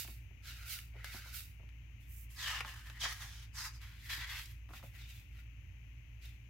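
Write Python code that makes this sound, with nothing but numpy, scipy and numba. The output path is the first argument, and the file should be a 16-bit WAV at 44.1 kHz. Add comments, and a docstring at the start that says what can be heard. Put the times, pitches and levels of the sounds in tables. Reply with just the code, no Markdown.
"""Pages of a sticker book are flipped by hand at a craft desk, close to two microphones.
Sheets slip from under a thumb, are rubbed apart, lifted and turned: stick-slip friction of the fibres
drives the resonances of the paper and the air beneath it. Sheets snap as they buckle and pat down on
the pad. A motor hums in the small, rumbling room, and a thin microphone hiss sits on the left."""
import sys
import numpy as np
from scipy import signal
from scipy.fft import rfft, irfft, next_fast_len
from scipy.io import wavfile
from numba import njit

SR = 44100
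rng = np.random.default_rng(int(sys.argv[2]) if len(sys.argv) > 2 else 0)


def log_audio(samples):
    """Write samples as a 16-bit WAV file to the path given in sys.argv[1]."""
    # one column per channel
    frames = np.atleast_2d(samples).T
    # limit to full scale, then quantise
    limited = np.clip(frames, -1, 1)
    pcm = np.round(limited * 32767).astype(np.int16)
    wavfile.write(sys.argv[1], SR, pcm)


N = 286517

# Motor turning rate, mains and their octaves: pitch_hz
HUM_PITCHES = [56.85, 59.3, 113.7, 119.95]
# Strength of those tones: rms_db
HUM_LEVELS = [-53, -64.5, -62.5, -66]
# Spectra of room rumble and microphone hiss: frequency_hz, relative_density_db
RUMBLE_SPECTRUM = [(20, -19), (35, -19), (43, 0), (60, 1), (80, 2.5), (100, 3), (122, -4.5), (140, -10.5),
                   (200, -17.5), (300, -20), (450, -36), (900, -39), (2000, -52.5)]
LEFT_HISS_SPECTRUM = [(300, -29), (550, -19), (850, -18), (1200, -17), (1600, -12), (2100, -2.5), (2500, 0),
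                      (2950, -4.5), (3500, -19.5), (5000, -27), (6400, -15.5), (7800, -33), (10000, -92)]
EVEN_HISS_SPECTRUM = [(300, 4), (1000, -2), (3000, -2.5), (5500, -6.5), (8700, -17), (10000, -12),
                      (11500, -2.5), (16000, -3)]
# Likeness of the two microphone signals: frequency_hz, coherence (capped at 1 in use)
RUMBLE_COHERENCE = [(60, 1), (130, 1), (280, 0.55), (700, 0.34)]
ROOM_COHERENCE = [(300, 0.87), (1000, 0), (2500, 0)]
PAPER_COHERENCE = [(300, 0.8), (1200, 1.2), (2200, 0.7), (4500, 0.14), (8000, 0.1), (16000, 0)]
# Level difference between the microphones: frequency_hz, left_minus_right_db
RUMBLE_PAN = [(60, -2), (130, -5.5), (280, -2.5), (500, -0.5)]
PAPER_PAN = [(300, 0), (600, 4), (1300, 0), (2000, 3.5), (3000, 4), (4500, 1), (6500, -4), (9000, -6.5),
             (12000, -15.5), (16000, -7)]
# Peaks and dips that the desk top gives to the rubbing: centre_hz, width_hz, gain_db
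DESK_RESPONSE = [(960, 29, -2), (1320, 41, 1), (1375, 240, -1), (1598, 17, -4), (2430, 560, -2),
                 (2796, 44, 1), (2937, 30, -1.5), (3460, 22, -2), (4000, 72, 0.5), (4860, 36, 2),
                 (5500, 72, -0.5)]
# Pats of page and fingers on the pad: start_s, relative_level_db, centre_hz, thud_offset_db, t60_s
PAD_IMPACTS = [(0.048, -52, 650, -8, 0.042), (0.082, -57.5, 700, -1, 0.09), (0.308, -68, 490, 3.5, 0.042),
               (0.942, -57, 597, -21, 0.07), (0.953, -53, 527, -26, 0.093),
               (1.141, -45.5, 1390, -10.5, 0.1), (1.253, -54.5, 1340, -21, 0.15),
               (1.595, -57.5, 536, -13, 0.078), (1.629, -61, 680, 0.5, 0.059),
               (2.649, -53.5, 600, -12, .12), (3.033, -43.5, 1140, -18, 0.053),
               (3.054, -45.5, 990, -40, 0.08), (4.176, -52.5, 1400, -10, 0.07),
               (4.689, -54, 1230, -12, 0.073), (4.704, -50, 1130, -8, 0.061),
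               (4.731, -48.5, 1140, -14, 0.11), (4.794, -55, 1160, -17, 0.042),
               (4.832, -47.5, 576, -11.5, 0.062), (4.937, -67, 544, -7, 0.07),
               (5.007, -61, 1400, -8, 0.062)]
# A sheet buckles or leaves a finger: start_s, relative_level_db, centre_hz, width_ratio, treble_db
SHEET_SNAPS = [(0.077, -38, 2280, 0.58, -4), (0.788, -33, 2660, 0.64, -7), (1.0444, -28, 2200, 1.3, -8),
               (1.405, -37, 3000, .8, -10), (1.69, -48.5, 2180, 0.59, -20), (2.606, -22.5, 1800, .3, -21),
               (2.608, -22.5, 1050, .7, -24), (2.648, -29, 1150, .42, -29), (2.871, -42, 1660, 0.45, -21),
               (2.899, -32.5, 1650, .8, -22), (3.037, -31, 1880, 0.76, -25),
               (3.051, -26.5, 1790, 0.14, -24), (3.056, -30, 1110, 0.44, -24), (3.816, -45, 2600, 1.4, -11),
               (4.104, -36, 1760, 0.34, -22), (4.218, -38, 2130, .6, -19), (4.457, -39, 4570, .9, -24),
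               (4.69, -47.5, 1150, .9, -18), (4.736, -37, 1190, 0.5, -12), (4.828, -42.5, 1400, .8, -20)]
# Spectrum of the sheet in each grip: frequency_hz, relative_density_db
SLIP_SPECTRUM = [(290, -34), (500, -18.5), (613, -19), (678, -16), (784, -14.5), (1190, -19), (1320, -0.5),
                 (1480, -3), (1770, -5.5), (2100, 1.5), (3200, -7), (4470, -6), (8580, -16), (12100, -12),
                 (16000, -9.5)]
SEPARATE_SPECTRUM = [(240, -62), (400, -26.5), (636, -16.5), (777, -7), (935, -7.5), (994, -0.5),
                     (1440, -6.5), (1730, -1), (2470, -7.5), (3020, -8), (4510, -9.5), (4950, -9),
                     (9610, -23), (11900, -21), (16000, -21)]
TUG_SPECTRUM = [(180, -45), (300, -23), (502, -24.5), (555, -23), (689, -13), (1120, -1), (1480, -4),
                (1870, -10), (2650, -1), (3190, -1.5), (4670, -4.5), (5800, -4), (7690, -15.5),
                (12500, -19.5), (16000, -18)]
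LIFT_SPECTRUM = [(290, -71), (500, -42), (1020, -4.5), (1140, -10), (1230, -6.5), (2040, -3), (2330, -8.5),
                 (2500, -8.5), (3250, -7), (5020, 0.5), (5630, -3), (6420, -5.5), (9360, -18.5),
                 (11600, -17.5), (16000, -19)]
TURN_SPECTRUM = [(290, -54), (500, -29.5), (698, -21.5), (988, -11), (1280, -7.5), (1820, -4.5), (2160, -1),
                 (2360, -5.5), (3390, -8), (4470, -8.5), (5470, -12.5), (9630, -23.5), (11500, -18),
                 (15100, -20), (16000, -18.5)]
BRUSH_SPECTRUM = [(350, -47), (600, -11), (1230, -12.5), (1450, 3), (1590, -4), (2500, 4.5), (3890, -4.5),
                  (5950, -7), (9490, -16.5), (12300, -11), (16000, -10)]
# Resonances of the bent sheet and the air under it: centre_hz, width_hz, gain_db
SLIP_RESONANCES = [(1460, 57, 6.5), (2040, 440, -3)]
SEPARATE_RESONANCES = [(1280, 110, 4), (1750, 160, 6.6), (1930, 90, 3.5)]
TUG_RESONANCES = [(555, 360, 3), (1110, 220, -3), (1660, 80, 10), (1870, 116, 13), (2600, 710, -9.5)]
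LIFT_RESONANCES = [(1020, 290, 3), (1680, 280, 2.3)]
TURN_RESONANCES = [(960, 110, 4), (1560, 120, 3.3), (1910, 220, 2.8), (3370, 98, 4.2)]
# Strokes of paper on skin or paper: grip, start_s, attack_s, hold_s, release_t60_s,
# sheet_db, rasp_db, hiss_db, air_pocket_hz, pocket_over_sheet_db
HAND_STROKES = [ ("slip", 0.0, 0.0032, 0.0073, .19, -58, -48.5, -44.5, 2300, -3),
                ("slip", .055, .02, .03, .35, -73, -64.5, -58.5, 2200, -8),
                ("slip", .422, .06, .005, .5, -55.5, -54.5, -60.5, 1490, 1),
                ("slip", 0.528, .09, .16, 0.27, -58.5, -63.5, -64, 1410, -2.2),
                ("slip", .65, .07, 0.016, .31, -61, -50, -47.5, 1470, -2),
                ("slip", 0.928, .07, 0.032, 0.11, -58.5, -76, -79, 1950, 2),
                ("slip", 1.038, 0.014, 0.064, .45, -55, -59.5, -62, 2100, 1),
                ("slip", 1.098, 0.049, .04, .2, -57, -57, -58, 1430, -1),
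                ("slip", 1.17, .05, .13, .2, -59, -64, -75, 1440, 4),
                ("slip", 1.23, .05, .01, .25, -67, -59.5, -61, 1450, 0),
                ("slip", 1.3176, 0.039, .015, .33, -62, -52.5, -47.5, 1370, -6),
                ("brush", 2.008, .004, .025, .35, -90, -78, -72, 2000, -10),
                ("brush", 2.06, .085, .10, .09, -90, -86, -59.5, 2000, -10),
                ("separate", 2.30, .008, 0.073, .2, -76, -73, -64.5, 1900, 0),
                ("separate", 2.354, .105, .025, .45, -46.5, -43.3, -53.5, 1800, 0),
                ("separate", 2.43, .06, .11, .08, -46, -48, -62, 1200, -14),
                ("separate", 2.645, 0.023, .03, .45, -52.5, -55, -61, 1230, -12),
                ("separate", 2.75, 0.018, .02, 0.56, -59.5, -63, -68, 1620, 5),
                ("separate", 2.835, .035, .015, .4, -60.5, -65, -68, 1800, 2),
                ("separate", 2.925, .025, .04, .1, -59, -70, -79, 1950, 8),
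                ("tug", 3.002, .012, .028, .35, -52, -43.5, -54.5, 1950, -10),
                ("tug", 3.015, .033, 0.0038, .27, -39.5, -45, -63, 1820, 2),
                ("tug", 3.06, .035, .025, .62, -55, -59.5, -58, 2000, -10),
                ("tug", 3.18, 0.044, .008, .2, -53, -54.5, -57, 2050, -12),
                ("tug", 3.25, 0.039, .15, .14, -62.5, -61, -66.5, 1530, -1),
                ("lift", 3.535, .06, .015, .27, -50.5, -49, -54, 1170, -11),
                ("lift", 3.61, .045, .015, .12, -50, -53, -54, 1150, -11),
                ("lift", 3.72, .03, 0.011, .15, -67, -65, -70, 1300, -8),
                ("turn", 3.805, .015, 0.044, .8, -60.5, -64.5, -69.5, 1470, -3),
                ("turn", 3.95, .06, .01, .2, -72, -66, -71, 1950, -5),
                ("turn", 4.025, .025, .025, 0.22, -57.5, -62.5, -62.5, 1900, 8),
                ("turn", 4.092, .01, .04, .33, -45.5, -47, -53.5, 1770, 5.7),
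                ("turn", 4.17, .05, .015, .3, -47, -51.5, -62, 1930, -2),
                ("turn", 4.265, 0.036, .09, .2, -49.5, -51.5, -58.5, 2100, -20),
                ("turn", 4.35, .04, .02, .36, -64, -56.5, -57.5, 2100, -15),
                ("turn", 4.48, .03, .005, .17, -70, -70, -66, 1800, -10),
                ("brush", 4.688, .01, .02, .2, -80, -78, -73, 1900, 0),
                ("brush", 4.725, .015, 0.038, 0.23, -63.5, -62.5, -63.5, 1910, 4),
                ("brush", 4.825, 0.014, 0.028, .3, -70, -74, -66.5, 1940, 0),
                ("brush", 4.925, 0.027, .03, .4, -62, -72, -67.5, 1950, 2),
                ("brush", 4.96, 0.048, 0.018, .5, -69, -62, -73, 2500, -9),
                ("brush", 5.055, .05, 0.067, .4, -72, -66, -65.5, 2600, -9),
                ("brush", 5.295, .095, 0.013, .17, -65.5, -74, -74, 1900, -3),
                ("brush", 6.205, 0.034, 0.019, .35, -67.5, -63, -66.5, 2200, -8)]

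SPEED_EXPONENTS = 1.014, 1.04, .92   # sheet, rasp and hiss grow as these powers of sliding speed
# Edge and air pocket start sharp and settle as the free length of the page grows:
# share above the final pitch, time constant as a share of the attack
EDGE_SHARP, EDGE_SETTLE = 1.08, .4
POCKET_SHARP, POCKET_SETTLE = .17, .57


def from_db(db):
    """Amplitude ratio of a level in decibels."""
    return 10 ** (np.asarray(db) / 20)


def unit_rms(x):
    """Normalisation: the mean of the channels gets an rms of 1."""
    return x / np.sqrt(np.mean(np.atleast_2d(x).mean(axis=0) ** 2) + 1e-20)


def bins():
    """Frequencies of the Fourier transform in Hz, floored at 1."""
    return np.maximum(np.fft.rfftfreq(next_fast_len(N), 1 / SR), 1)


def at_hz(points):
    """Interpolation of a table along log frequency."""
    hz, value = np.transpose(points)
    return np.interp(np.log(bins()), np.log(hz), value)


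def spectrum_of(x):
    """Fourier transform of a whole track."""
    return rfft(x, next_fast_len(N))


def track_of(spectrum):
    """Inverse Fourier transform, N samples long."""
    return irfft(spectrum, next_fast_len(N))[..., :N]


def white_pair():
    """Two uncorrelated white noises."""
    return rng.standard_normal((2, N))


def drift(rate_hz):
    """Slow random fluctuation: low-passed noise of rms 1."""
    return unit_rms(track_of(spectrum_of(rng.standard_normal(N)) / (1 + (bins() / rate_hz) ** 2)))


def stereo_spectrum(pair, coherence, pan):
    """Partial coherence: two unrelated signals mix as sum and difference at the microphones."""
    mid, side = spectrum_of(pair)
    alike = np.clip(at_hz(coherence), -1, 1)
    sign = np.array([[1], [-1]])
    return (np.sqrt(1 + alike) * mid + sign * np.sqrt(1 - alike) * side) * from_db(sign * at_hz(pan) / 2)


def band(hz, width_hz):
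    """Response of a damped oscillator, 1 at resonance."""
    return 1 / (1 + 1j * (bins() ** 2 - hz ** 2) / (bins() * width_hz))


def modal_response(modes):
    """Superposed resonances put peaks and dips in a flat response."""
    return 1 + sum((from_db(db) - 1) * band(hz, width_hz) for hz, width_hz, db in modes)


def burst(start_s, t60_s, rise_s):
    """Envelope of an impulsive excitation: quick rise, exponential decay, peak 1."""
    age = np.maximum(np.arange(N) / SR - start_s, 0)
    shape = (1 - np.exp(-age / rise_s)) * from_db(-60 * np.minimum(age / max(t60_s, .005), 3))
    return shape / (shape.max() + 1e-12)


def motor_hum():
    """Motor and mains tones lie close in frequency, so their sum beats."""
    t = np.arange(N) / SR
    return sum(from_db(db) * np.sqrt(2) * np.sin(2 * np.pi * (hz * t + rng.random()))
               for hz, db in zip(HUM_PITCHES, HUM_LEVELS))


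def air_rumble(level_db):
    """Low noise of the room air, coherent at long wavelengths."""
    noise = stereo_spectrum(white_pair(), RUMBLE_COHERENCE, RUMBLE_PAN)
    return from_db(level_db) * unit_rms(track_of(noise * from_db(at_hz(RUMBLE_SPECTRUM))))


def microphone_hiss(left_db, even_db):
    """Self-noise: a thin band on the left over an uncorrelated floor in both channels."""
    left = track_of(spectrum_of(rng.standard_normal(N)) * from_db(at_hz(LEFT_HISS_SPECTRUM)))
    even = track_of(spectrum_of(white_pair()) * from_db(at_hz(EVEN_HISS_SPECTRUM)))
    return from_db(left_db) * np.outer([1, 0], unit_rms(left)) + from_db(even_db) * unit_rms(even)


def reverberation(x, t60_s, lowpass_hz):
    """Scattering from desk and walls: convolution with a short, dull tail of noise."""
    scatter = track_of(stereo_spectrum(white_pair(), ROOM_COHERENCE, pan=[(1000, 0)]))
    tail = scatter * burst(0.0017, t60_s, rise_s=0.00091)
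    tail /= np.sqrt(np.sum(tail[0] ** 2))
    tail = track_of(spectrum_of(tail) / (1 + 1j * bins() / lowpass_hz))
    return signal.fftconvolve(x, tail[:, :SR // 2], axes=1)[:, :N]


def on_desk(x):
    """The desk top colours the rubbing as a linear filter."""
    return track_of(spectrum_of(x) * modal_response(DESK_RESPONSE))


def pats(flap_db, thud_db, width_ratio, thud_hz):
    """Damped impact: a soft touch flaps the top sheet and thuds in the pad below."""
    noise = stereo_spectrum(white_pair(), PAPER_COHERENCE, PAPER_PAN)
    thud = unit_rms(track_of(noise * band(thud_hz, 224) ** 2))
    out = 0
    for start_s, db, hz, offset_db, t60_s in PAD_IMPACTS:
        flap = unit_rms(track_of(noise * band(hz, width_ratio * hz) * band(455, 1020) ** 2))
        pat = from_db(flap_db) * flap + from_db(thud_db + offset_db) * thud
        out += from_db(db) * pat * burst(start_s, t60_s, rise_s=.003)
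    return out


def snaps(flick_db, ring_db, crack_db, ring_t60_s, crack_t60_s, rebound_s):
    """Buckling: a sheet flicks over and rebounds, with a bright crack and a short papery ring."""
    noise = stereo_spectrum(white_pair(), PAPER_COHERENCE, PAPER_PAN)
    treble = unit_rms(track_of(noise * band(7500, 9000) ** 2))
    rebound = 1 + .5 * np.exp(-2j * np.pi * bins() * rebound_s)
    out = 0
    for start_s, db, hz, width_ratio, treble_db in SHEET_SNAPS:
        body = band(hz, width_ratio * hz) * band(hz, 3 * hz)
        flick = track_of(body * np.exp(-2j * np.pi * bins() * start_s) * rebound)
        flick *= from_db(flick_db) / np.abs(flick).max()
        ring = from_db(ring_db) * unit_rms(track_of(noise * body))
        ring *= burst(start_s, ring_t60_s, rise_s=.00022)
        crack = from_db(crack_db + treble_db) * treble * burst(start_s, crack_t60_s, rise_s=.0002)
        out += from_db(db) * (flick + ring + crack)
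    return out


def friction(catches_per_s, spread_db, smooth_db):
    """Stick-slip spectrum: fibres catch and let go in tiny, uneven clicks over a smooth hiss."""
    caught = rng.random(N) < catches_per_s * from_db(3 * drift(40)) / SR
    sizes = caught * from_db(spread_db * np.minimum(rng.exponential(1, N), 4))
    clicks = unit_rms(sizes * rng.choice([-1, 1], (2, N)))
    return stereo_spectrum(clicks + from_db(smooth_db) * white_pair(), PAPER_COHERENCE, PAPER_PAN)


def reflected(x, delay_s, share):
    """Interference with a reflection of changing delay makes a moving comb filter."""
    n = np.arange(N)
    return x + share * np.array([np.interp(n - delay_s * SR, n, side) for side in x])


@njit
def resonator(x, angle, radius):
    """Two-pole resonance whose centre follows angle, in radians per sample."""
    y = np.zeros(len(x))
    for i in range(2, len(x)):
        y[i] = x[i] - x[i - 2] + 2 * radius * np.cos(angle[i]) * y[i - 1] - radius * radius * y[i - 2]
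    return y


def gliding(drive, hz, width_hz):
    """Forced vibration of a resonance whose pitch moves."""
    angle = 2 * np.pi * np.minimum(hz, SR / 3) / SR
    radius = np.exp(-np.pi * width_hz / SR)
    return unit_rms(np.array([resonator(side, angle, radius) for side in drive]))


def blend(noise, resonance, strength):
    """Uncorrelated signals add in power, so this mix keeps a constant level."""
    return (noise + strength * resonance) / np.sqrt(1 + strength ** 2)


def stroke_speed(age, attack_s, hold_s, t60_s, ease_s=.005, sag_db_per_s=22):
    """Relative sliding speed: the hand eases in, slows a little, then stops exponentially."""
    eased_age = ease_s * np.logaddexp(0, age / ease_s)
    rise = np.minimum(eased_age / max(attack_s, .002), 1) ** 1.04
    held = np.clip(age - attack_s, 0, hold_s)
    released = np.maximum(age - attack_s - hold_s, 0)
    return rise * from_db(-sag_db_per_s * held - 60 * released / max(t60_s, .02))


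def stroke_controls(grip):
    """Overlapping strokes add in power; the louder one leads the edge and pocket resonances."""
    t = np.arange(0, N / SR, .001)
    power, edge, pocket, strength = [], [], [], []
    for name, start_s, attack_s, hold_s, t60_s, *layers_db, pocket_hz, pocket_db in HAND_STROKES:
        if name == grip:
            age = np.maximum(t - start_s, 0)
            speed = stroke_speed(t - start_s, attack_s, hold_s, t60_s)
            power.append([(from_db(db) * speed ** k) ** 2 for db, k in zip(layers_db, SPEED_EXPONENTS)])
            edge.append(1 + EDGE_SHARP * np.exp(-age / (EDGE_SETTLE * attack_s)))
            pocket.append(pocket_hz * (1 + POCKET_SHARP * np.exp(-age / (POCKET_SETTLE * attack_s))))
            strength.append(np.full(len(t), from_db(pocket_db)))
    gains = np.sqrt(np.sum(power, axis=0))
    sheet_power, rasp_power, _ = np.swapaxes(power, 0, 1) + 1e-20
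    weighted = (edge, rasp_power ** 2), (pocket, sheet_power), (strength, sheet_power)
    averages = [np.average(value, axis=0, weights=weight) for value, weight in weighted]
    return [np.interp(np.arange(N) / SR, t, control) for control in [*gains, *averages]]


def slide(rub, catching, grip, spectrum, modes, edge_hz, edge_db, judder_db, pan_db):
    """Friction forces the sheet's resonances, the rasp of its edge and the hiss of its fibres."""
    sheet_gain, rasp_gain, hiss_gain, edge_ratio, pocket_hz, pocket_strength = stroke_controls(grip)
    coloured = rub * from_db(at_hz(spectrum)) * modal_response(modes)
    below_rasp = 1 / (1 + (bins() / 2600) ** 10)
    below_hiss = 1 / (1 + (bins() / 7500) ** 10)
    power_shares = below_rasp, below_hiss - below_rasp, 1 - below_hiss
    sheet, rasp, hiss = [unit_rms(track_of(coloured * np.sqrt(np.abs(share)))) for share in power_shares]
    # the page below mirrors rasp and hiss across an unsteady gap: ripples that glide with the edge
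    glide_hz = edge_hz * edge_ratio
    delay_s = 4 / glide_hz * (1 + .035 * drift(9))
    rasp, hiss = [unit_rms(reflected(layer, delay_s, share=.42)) for layer in (rasp, hiss)]
    rasp = blend(rasp, gliding(catching, glide_hz, width_hz=250), from_db(edge_db))
    sheet = blend(sheet, gliding(catching, pocket_hz, width_hz=165), pocket_strength)
    sound = sheet_gain * sheet + rasp_gain * rasp + hiss_gain * hiss
    judder = from_db(judder_db * drift(57))   # the finger never slides evenly
    return sound * judder * from_db(np.array([[pan_db], [-pan_db]]) / 2)


def pages():
    """Source and filter: the same friction excites the sheet, which each grip colours differently."""
    rub = friction(catches_per_s=3800, spread_db=2.0, smooth_db=3.5)
    catching = friction(catches_per_s=2000, spread_db=2.5, smooth_db=0.0)
    catching = track_of(catching * band(2700, 5000) ** 2)
    return (slide(rub, catching, "slip", SLIP_SPECTRUM, SLIP_RESONANCES,
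                  edge_hz=3680, edge_db=-11, judder_db=0.6, pan_db=-1.5)
            + slide(rub, catching, "separate", SEPARATE_SPECTRUM, SEPARATE_RESONANCES,
                    edge_hz=2830, edge_db=1, judder_db=1.26, pan_db=-1.1)
            + slide(rub, catching, "tug", TUG_SPECTRUM, TUG_RESONANCES,
                    edge_hz=3100, edge_db=-5, judder_db=0.7, pan_db=-0.8)
            + slide(rub, catching, "lift", LIFT_SPECTRUM, LIFT_RESONANCES,
                    edge_hz=4750, edge_db=-2, judder_db=0.4, pan_db=0.2)
            + slide(rub, catching, "turn", TURN_SPECTRUM, TURN_RESONANCES,
                    edge_hz=3200, edge_db=-9, judder_db=0.67, pan_db=-0.6)
            + slide(rub, catching, "brush", BRUSH_SPECTRUM, [],
                    edge_hz=3500, edge_db=-6, judder_db=1.1, pan_db=0.0))


def scene():
    """Superposition of the paper's direct sound, its reverberation and the steady background."""
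    paper = on_desk(pages())
    paper += snaps(flick_db=-6.5, ring_db=-13, crack_db=-13,
                   ring_t60_s=0.025, crack_t60_s=0.013, rebound_s=0.0008)
    paper += pats(flap_db=-9, thud_db=0.5, width_ratio=0.95, thud_hz=275)
    room = from_db(-5.5) * reverberation(paper, t60_s=0.18, lowpass_hz=5800)
    background = motor_hum() + air_rumble(level_db=-56.9) + microphone_hiss(left_db=-63, even_db=-81)
    return paper + room + background


def record(dry):
    """An elliptic low-pass filter cuts the highest treble steeply."""
    cutoff_hz = 15850
    return signal.sosfilt(signal.ellip(12, .1, 80, cutoff_hz, fs=SR, output="sos"), dry)


dry = scene()
out = record(dry)
log_audio(out)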